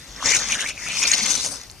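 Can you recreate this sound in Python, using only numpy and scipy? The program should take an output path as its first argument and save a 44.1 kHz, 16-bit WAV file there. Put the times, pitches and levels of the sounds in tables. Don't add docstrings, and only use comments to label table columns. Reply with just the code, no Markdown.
import sys
import numpy as np
from scipy import signal
from scipy.fft import rfft, irfft, next_fast_len
from scipy.io import wavfile
from scipy.ndimage import uniform_filter1d, map_coordinates

SR = 44100
rng = np.random.default_rng(int(sys.argv[2]) if len(sys.argv) > 2 else 0)


def log_audio(samples):
    frames = np.atleast_2d(samples).T
    limited = np.clip(frames, -1, 1)
    pcm = np.round(limited * 32767).astype(np.int16)
    wavfile.write(sys.argv[1], SR, pcm)


N = 79380


def amp(db):
    return 10 ** (np.asarray(db) / 20)


def unit(x):
    return x / np.sqrt(np.mean(x ** 2) + 1e-20)


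def along(points, hz):
    point_hz, value = np.transpose(points)
    return np.interp(np.log(hz + 1), np.log(point_hz + 1), value)


def filtered(x, response):
    m = next_fast_len(N + SR // 4)
    spectrum = rfft(x, m) * response(np.fft.rfftfreq(m, 1 / SR))
    return irfft(spectrum, m)[..., :N]


def band_unit(x, lo_hz, hi_hz):
    return x / np.std(filtered(x, lambda hz: (hz > lo_hz) & (hz < hi_hz)))


def wobble(knots_per_s):
    return map_coordinates(rng.standard_normal(4000), [np.arange(N) * knots_per_s / SR])


BIGGEST = 3


def sizes(u, scatter_db):
    return amp(scatter_db * np.minimum(-np.log(1 - u), BIGGEST))


def crackle(per_s, scatter_db):
    chance, side, size = rng.random((3, N))
    happens = chance < per_s / SR
    return unit(happens * np.sign(side - .5) * sizes(size, scatter_db))


# start_s, grit_db, gap_db (ring of the gap), mud_db (drag), tread_db (ring of the tread),
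# tread_hz, grain_hz (pitch of the grains), fizz_db (over the grit)
STROKES = [(0.0, -51.5, -43, -61, -42.5, 4280, 6500, -3), (0.13, -43.5, -52.5, -50, -43.5, 4020, 5970, -19),
           (0.204, -42, -31.5, -43, -39, 3320, 5950, -9), (0.224, -33, -36, -48, -29, 3470, 6000, -13),
           (0.261, -18, -21.5, -29, -36, 3700, 6300, -18),
           (0.32, -16.5, -16.5, -40, -39, 4270, 6020, -15.5),
           (0.334, -21.5, -14.5, -39, -45, 3820, 6760, -16),
           (0.366, -17.5, -21.5, -33.5, -37, 3350, 6540, -10),
           (0.39, -25, -41, -39.5, -45, 3700, 6250, -11.5), (0.426, -25, -25, -36, -26, 3900, 6000, -18),
           (0.47, -27.5, -32, -40, -36, 3860, 6000, -16), (0.527, -23, -20, -37.5, -24, 3500, 6320, -9),
           (0.579, -34.5, -29, -40, -36, 3330, 6000, -10),
           (0.611, -27, -25.5, -40, -19.5, 3320, 6100, -5.5),
           (0.63, -33.5, -29.5, -38, -31, 3500, 6200, -10),
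           (0.698, -27.5, -21.5, -41.5, -44, 3340, 6160, -10.5),
           (0.734, -48, -39, -53.5, -44, 4260, 6100, -14), (0.846, -30, -30, -44.5, -46, 4700, 5640, -12),
           (0.903, -34, -22.5, -40.5, -31, 3700, 6040, -8),
           (0.982, -23.5, -24.5, -41, -24.5, 4370, 5730, -11),
           (1.012, -22, -30, -45, -48, 4150, 5770, -4.5), (1.03, -20, -19, -46, -44, 4000, 6200, -17),
           (1.06, -29.5, -23.5, -33.5, -18, 4440, 5700, -8), (1.08, -17.5, -28, -47, -35, 4340, 5930, -13),
           (1.102, -27.5, -19, -42, -37, 3900, 5800, -5.5),
           (1.119, -22.5, -19, -45.5, -63, 3650, 6740, -13), (1.138, -18, -13.5, -39, -17, 3660, 6600, -5),
           (1.146, -15.5, -31, -39.5, -43, 3830, 6100, -14),
           (1.168, -29.5, -28, -38.5, -24, 4180, 5900, -7),
           (1.178, -21.5, -26.5, -39, -26, 4140, 6300, -10),
           (1.208, -24, -22.5, -44, -25, 4040, 6250, -16.5),
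           (1.228, -22, -42, -40.5, -28, 4180, 5600, -10.5), (1.267, -25, -21, -35, -22.5, 3800, 6060, -12),
           (1.311, -19.5, -72, -34, -26, 4560, 6420, -8), (1.341, -23.5, -38, -40.5, -25, 3670, 6580, -9),
           (1.422, -28, -56, -42, -24, 4500, 6250, -8), (1.457, -25, -71, -37, -24, 4680, 6500, -4),
           (1.498, -34.5, -42, -42, -39, 4820, 6330, -2), (1.532, -35.5, -58, -43, -28, 5300, 5300, 3.5),
           (1.604, -42, -45.5, -51, -41.5, 4250, 5700, -13), (1.67, -52, -54, -64, -45, 4270, 6050, -5),
           (1.72, -61, -74, -80.5, -76, 4060, 6600, 1)]
STROKE_COLUMNS = ("start_s", "grit_db", "gap_db", "mud_db", "tread_db", "tread_hz", "grain_hz", "fizz_db")


def stroke(column):
    rows = np.transpose(STROKES)
    return np.interp(np.arange(N) / SR, rows[0], rows[STROKE_COLUMNS.index(column)])


# (relative, per Hz)
GRIT = [(530, -23), (900, -11.5), (1750, -16.5), (2130, -7), (3170, -10), (3480, -4), (3960, -4.5),
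        (4950, -6.5), (5490, -7.5), (6170, -2), (7620, -3), (10900, -13.5), (14600, -46)]
GRIT_PER_S, GRIT_SCATTER_DB, GRIT_CLUMP_DB = 5000, 3, 1
GRIT_DB, FIZZ_DB = -6, -1.5
FIZZ_FROM_HZ = 7700


def grit():
    clumps_db = GRIT_CLUMP_DB * (wobble(60.07) + wobble(250))
    clicks = crackle(GRIT_PER_S, GRIT_SCATTER_DB) * amp(clumps_db)
    sand = filtered(clicks, lambda hz: amp(along(GRIT, hz)) * (hz < FIZZ_FROM_HZ))
    fizz = filtered(clicks, lambda hz: amp(along(GRIT, hz)) * (hz > FIZZ_FROM_HZ))
    sand = band_unit(sand, 4900, 7600) * amp(GRIT_DB)
    fizz = band_unit(fizz, 8000, 11500) * amp(stroke("fizz_db") + FIZZ_DB)
    return (sand + fizz) * amp(stroke("grit_db"))


SLIP_CLUMP_DB = 1.1


def slips(kind, level_db, pitch_hz):
    per_s, scatter_db, cycles, spread = kind
    when, detune, size, phase = rng.random((4, int(per_s * N / SR), 1))
    start = (when * N).astype(int)
    t = np.arange(400) / SR
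    hz = pitch_hz[start] * np.exp(spread * np.sqrt(12) * (detune - .5))
    envelope = amp(-20 * hz * t / cycles) * (1 - np.exp(-hz * t))
    rings = sizes(size, scatter_db) * np.sin(2 * np.pi * (hz * t + phase)) * envelope
    at = start + np.arange(len(t))
    train = np.bincount(at.ravel(), rings.ravel(), minlength=N)[:N]
    return unit(train * amp(SLIP_CLUMP_DB * wobble(120))) * amp(level_db)


# start_s, pitch_hz
GAP_PITCH = [(0, 1920), (.195, 1980), (.205, 1200), (.238, 1210), (.244, 1940), (.35, 2410), (.40, 1820),
             (.49, 2330), (.535, 2410), (.545, 1670), (.59, 1750), (.598, 2130), (.612, 1630), (.65, 1750),
             (.658, 2130), (.71, 2570), (.75, 2700), (.78, 2340), (.84, 1990), (.885, 2515), (1.05, 2545),
             (1.14, 2230), (1.3, 2200), (1.8, 1900)]
# slips per s, size scatter dB, cycles to fall 20 dB, relative pitch spread
GAP, TREAD, GRAINS = (1000, 4, 12, .04), (2000, 3, 7, .11), (2200, 3.5, 12, .085)
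RUB = (2000, 3.5, 4, .15)
GAP_DB, RUB_DB, TREAD_DB, GRAINS_DB = -8.5, -10, -5.5, -6.5


def sole_rings():
    gap_hz = np.interp(np.arange(N) / SR, *np.transpose(GAP_PITCH))
    gap = slips(GAP, stroke("gap_db") + GAP_DB, gap_hz)
    rub = slips(RUB, stroke("gap_db") + RUB_DB, gap_hz)
    tread = slips(TREAD, stroke("tread_db") + TREAD_DB, stroke("tread_hz"))
    grains = slips(GRAINS, stroke("grit_db") + GRAINS_DB, stroke("grain_hz"))
    return gap + rub + tread + grains


# start_s, peak_db, pitch_hz, length_s, wide_db (wide crackle over the rough ring)
CRUNCHES = [(0.1616, -30, 5580, 0.014, -5), (0.2266, -15, 1146, 0.0054, -17),
            (0.258, -15, 5640, 0.011, -18), (0.2663, -18, 2000, 0.01, -16), (0.292, -8, 5830, 0.0056, -16),
            (0.318, -14, 2040, 0.0087, -14), (.3487, -8, 6900, 0.0044, -10),
            (0.3543, -11, 2690, 0.0037, -13), (0.3675, -8, 6460, 0.0038, -9),
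            (0.4014, -24, 1780, 0.0072, -12), (0.5, -21, 2420, 0.0049, -8), (.507, -18, 6560, 0.0093, -14),
            (0.521, -11, 6300, 0.0063, -8), (0.5253, -14, 2350, 0.0057, -16),
            (0.5446, -10.5, 3070, 0.0038, 1), (.5516, -17.5, 6480, .007, -11),
            (0.557, -20, 1590, 0.0099, -9), (0.594, -20, 2240, 0.0059, -20), (0.611, -23, 3060, 0.0042, -3),
            (0.616, -20, 6500, 0.0076, -14), (.6226, -23, 1550, 0.0088, -11),
            (0.6616, -20.5, 2210, 0.0053, -15), (0.687, -20, 2416, 0.0082, -15),
            (0.7774, -26, 2380, 0.0049, -17), (0.886, -17, 2690, 0.0058, 4), (0.865, -25, 1340, 0.012, -14),
            (0.971, -25, 2510, 0.0053, 3), (0.991, -20, 5480, 0.0062, -12),
            (1.0277, -13.5, 6560, .005, -14), (1.028, -15.5, 2470, 0.011, -11),
            (1.036, -8, 5850, 0.0046, -2), (1.0403, -11, 2470, 0.0045, -8),
            (1.0517, -12.5, 2380, 0.0081, -22), (1.0767, -11, 5400, 0.0047, -10),
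            (1.084, -12, 2380, 0.0052, 4), (1.0895, -18, 5500, 0.0078, -11),
            (1.115, -4.5, 6530, 0.0088, -5), (1.1332, -9, 4370, 0.013, -8), (1.1337, -13, 3120, 0.015, -14),
            (1.1368, -13, 2127, 0.02, -10), (1.153, -32, 2310, 0.0034, -24), (1.18, -12, 6480, 0.0063, -14),
            (1.2562, -15.5, 2980, 0.012, 0), (1.2608, -10.5, 6700, 0.0098, -3),
            (1.2874, -16.5, 5900, 0.008, -17), (1.3023, -10.5, 6360, 0.02, -8),
            (1.314, -12, 6160, 0.02, -23), (1.341, -15, 6070, 0.0047, -25),
            (1.3503, -10, 5990, 0.018, -0.5), (1.446, -15, 5200, 0.011, 2), (1.462, -14.5, 6500, .008, -3),
            (1.5255, -24, 5870, .008, 0), (1.614, -27.5, 5840, 0.0046, 14), (1.634, -30.5, 5860, 0.012, 6)]
CRUNCH_WIDTH, CRUNCH_CLEAR = .13, 1.5


def crunches():
    out, t = np.zeros(N + SR), np.arange(1024) / SR
    f = np.fft.rfftfreq(len(t), 1 / SR)
    for start_s, peak_db, hz, length_s, wide_db in CRUNCHES:
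        ring_noise, wide_noise = rng.standard_normal((2, len(t)))
        band = 1 / (1 + ((f - hz) / (CRUNCH_WIDTH * hz / 2)) ** 2)
        rough = unit(irfft(rfft(ring_noise) * band))
        clear = CRUNCH_CLEAR * np.sin(2 * np.pi * hz * t)
        wide = amp(wide_db) * unit(irfft(rfft(wide_noise) * amp(along(GRIT, f))))
        u = t / max(length_s, 1e-3) * 4
        burst = np.sqrt(u) * np.exp(-u) * (rough + clear + wide)
        out[round(start_s * SR):][:len(t)] += amp(peak_db) * burst / np.abs(burst).max()
    return out[:N]


# (relative, per Hz)
MUD = [(59, -30), (100, -9.5), (231, -1), (291, -1.5), (342, -11), (531, -3), (663, -7.5), (1600, -4.5),
       (2080, -50), (3520, -120)]
MUD_PER_S, MUD_SCATTER_DB, MUD_DB = 1500, 1, -0.5


def mud():
    drag = filtered(crackle(MUD_PER_S, MUD_SCATTER_DB), lambda hz: amp(along(MUD, hz)))
    return unit(drag) * amp(stroke("mud_db") + MUD_DB)


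# start_s, level_db (before the soft onset), pitch_hz, cycles (to fall 20 dB)
THUMPS = [(0.248, -30, 230, 5), (0.253, -21.5, 97, 2), (.31, -20.5, 505, 7.5), (0.372, -22.5, 140, 2),
          (1.218, -26.5, 226, 8.5), (1.261, -14.5, 164, 1), (1.34, -35.5, 251.5, 20.5),
          (1.458, -27, 560, 11)]


def thumps():
    out, t = np.zeros(N + SR), np.arange(4096) / SR
    for start_s, level_db, hz, cycles in THUMPS:
        drift = uniform_filter1d(rng.standard_normal(len(t)), size=200) * np.sqrt(200)
        turns = hz * np.cumsum(1 + 0.11 * drift) / SR
        envelope = amp(level_db - 20 * hz * t / cycles) * (1 - np.exp(-hz * t))
        out[round(start_s * SR):][:len(t)] += envelope * np.sin(2 * np.pi * turns)
    return out[:N]


# start_s, level_db (at the start), pitch_hz (at the start)
DROPS = [(1.699, -25, 3970), (1.7053, -32, 6140), (1.714, -25, 7160), (1.7225, -35, 4240)]
DROP_T60_S, DROP_RISE = 0.006, 0.38


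def drops():
    out, t = np.zeros(N + SR), np.arange(1024) / SR
    for start_s, level_db, hz in DROPS:
        turns = hz * t * (1 + DROP_RISE * t / DROP_T60_S)
        tick = amp(level_db - 60 * t / DROP_T60_S) * np.sin(2 * np.pi * turns)
        out[round(start_s * SR):][:len(t)] += tick
    return out[:N]


SCATTER_T60_S = .007


def scattered(x):
    hop, t = 1024, np.arange(1024) / SR
    pieces = np.pad(x, (0, -N % hop)).reshape(-1, hop)
    tails = rng.standard_normal((len(pieces), len(t))) * amp(-60 * t / SCATTER_T60_S)
    tails /= np.linalg.norm(tails, axis=1, keepdims=True)
    wet = signal.fftconvolve(pieces, tails, axes=1)
    at = hop * np.arange(len(pieces))[:, None] + np.arange(wet.shape[1])
    return np.bincount(at.ravel(), wet.ravel())[:N]


# (relative, per Hz)
AIR = [(24, -15), (38, 1), (51, 10.5), (75, -0.5), (141, -1.5), (220, -10.5), (450, -10.5), (992, -14.5),
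       (2240, -16), (2600, -13), (3410, -18), (4700, -12.5), (14600, -26.5)]
AIR_DB = -45.5


def air():
    z = signal.stft(rng.standard_normal((2, N)), nperseg=512)[2]
    patches = uniform_filter1d(rng.standard_normal(z.shape[1:]), size=8, axis=0)
    patches = uniform_filter1d(patches, size=10, axis=1)
    pair = signal.istft(z * amp(1.5 * unit(patches)), nperseg=512)[1][:, :N]
    return amp(AIR_DB) * unit(filtered(pair, lambda hz: amp(along(AIR, hz))))


# pitch_hz, likeness (0 to 1)
ALIKE = [(60, .85), (300, .83), (1000, .86), (1600, .8), (2400, .96), (3300, .5), (3900, .25), (4400, .75),
         (5000, .3), (5900, .88), (7000, .7), (7700, .25), (8600, .6), (10000, .4), (14000, .3)]
# pitch_hz, level_db
LEAN = [(150, 2.5), (300, 2.0), (600, 0.5), (1100, -1.6), (1600, -1.8), (2200, 0.6), (2800, 3.6),
        (3300, 2.8), (3800, -1.6), (4400, -0.2), (5000, 10.2), (6200, 9.6), (6800, 7.8), (7400, 2.1),
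        (8800, 7.6), (10000, 5.0), (14000, 8.3)]
# pitch_hz, lead_rad
LEAD = [(3100, 0), (4300, 4.8), (5500, 6.3), (6500, 6.5), (8200, 11), (10000, 12.5)]


def ports(pair):
    def mix(hz):
        alike = np.clip(along(ALIKE, hz), 0, 1)
        return np.array([alike, np.sqrt(1 - alike ** 2)])

    def lean(hz):
        level = amp(np.outer([.5, -.5], along(LEAN, hz)))
        return level * np.exp(1j * np.outer([0, 1], along(LEAD, hz)))

    same, other = filtered(pair, mix)
    return filtered(np.array([pair[0], same + other]), lean)


def scene():
    shoe = grit() + sole_rings() + mud() + crunches() + drops() + thumps()
    return ports(np.array([shoe, scattered(shoe)]) + air())


BODY_HZ = [3560, 4420, 5520, 6060, 6960]
BODY_WIDTH_HZ, BODY_DB = 118, 2
CLIP, TOP_HZ = .98, 14800


def record(dry):
    def housing(f):
        rings = sum(1 / (1 + ((f - hz) / BODY_WIDTH_HZ) ** 2) for hz in BODY_HZ)
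        return amp(BODY_DB * (rings - .5 * (f > 3000)))

    clipped = np.clip(filtered(dry, housing), -CLIP, CLIP)
    return filtered(clipped, lambda hz: hz < TOP_HZ)


dry = scene()
out = record(dry)
log_audio(out)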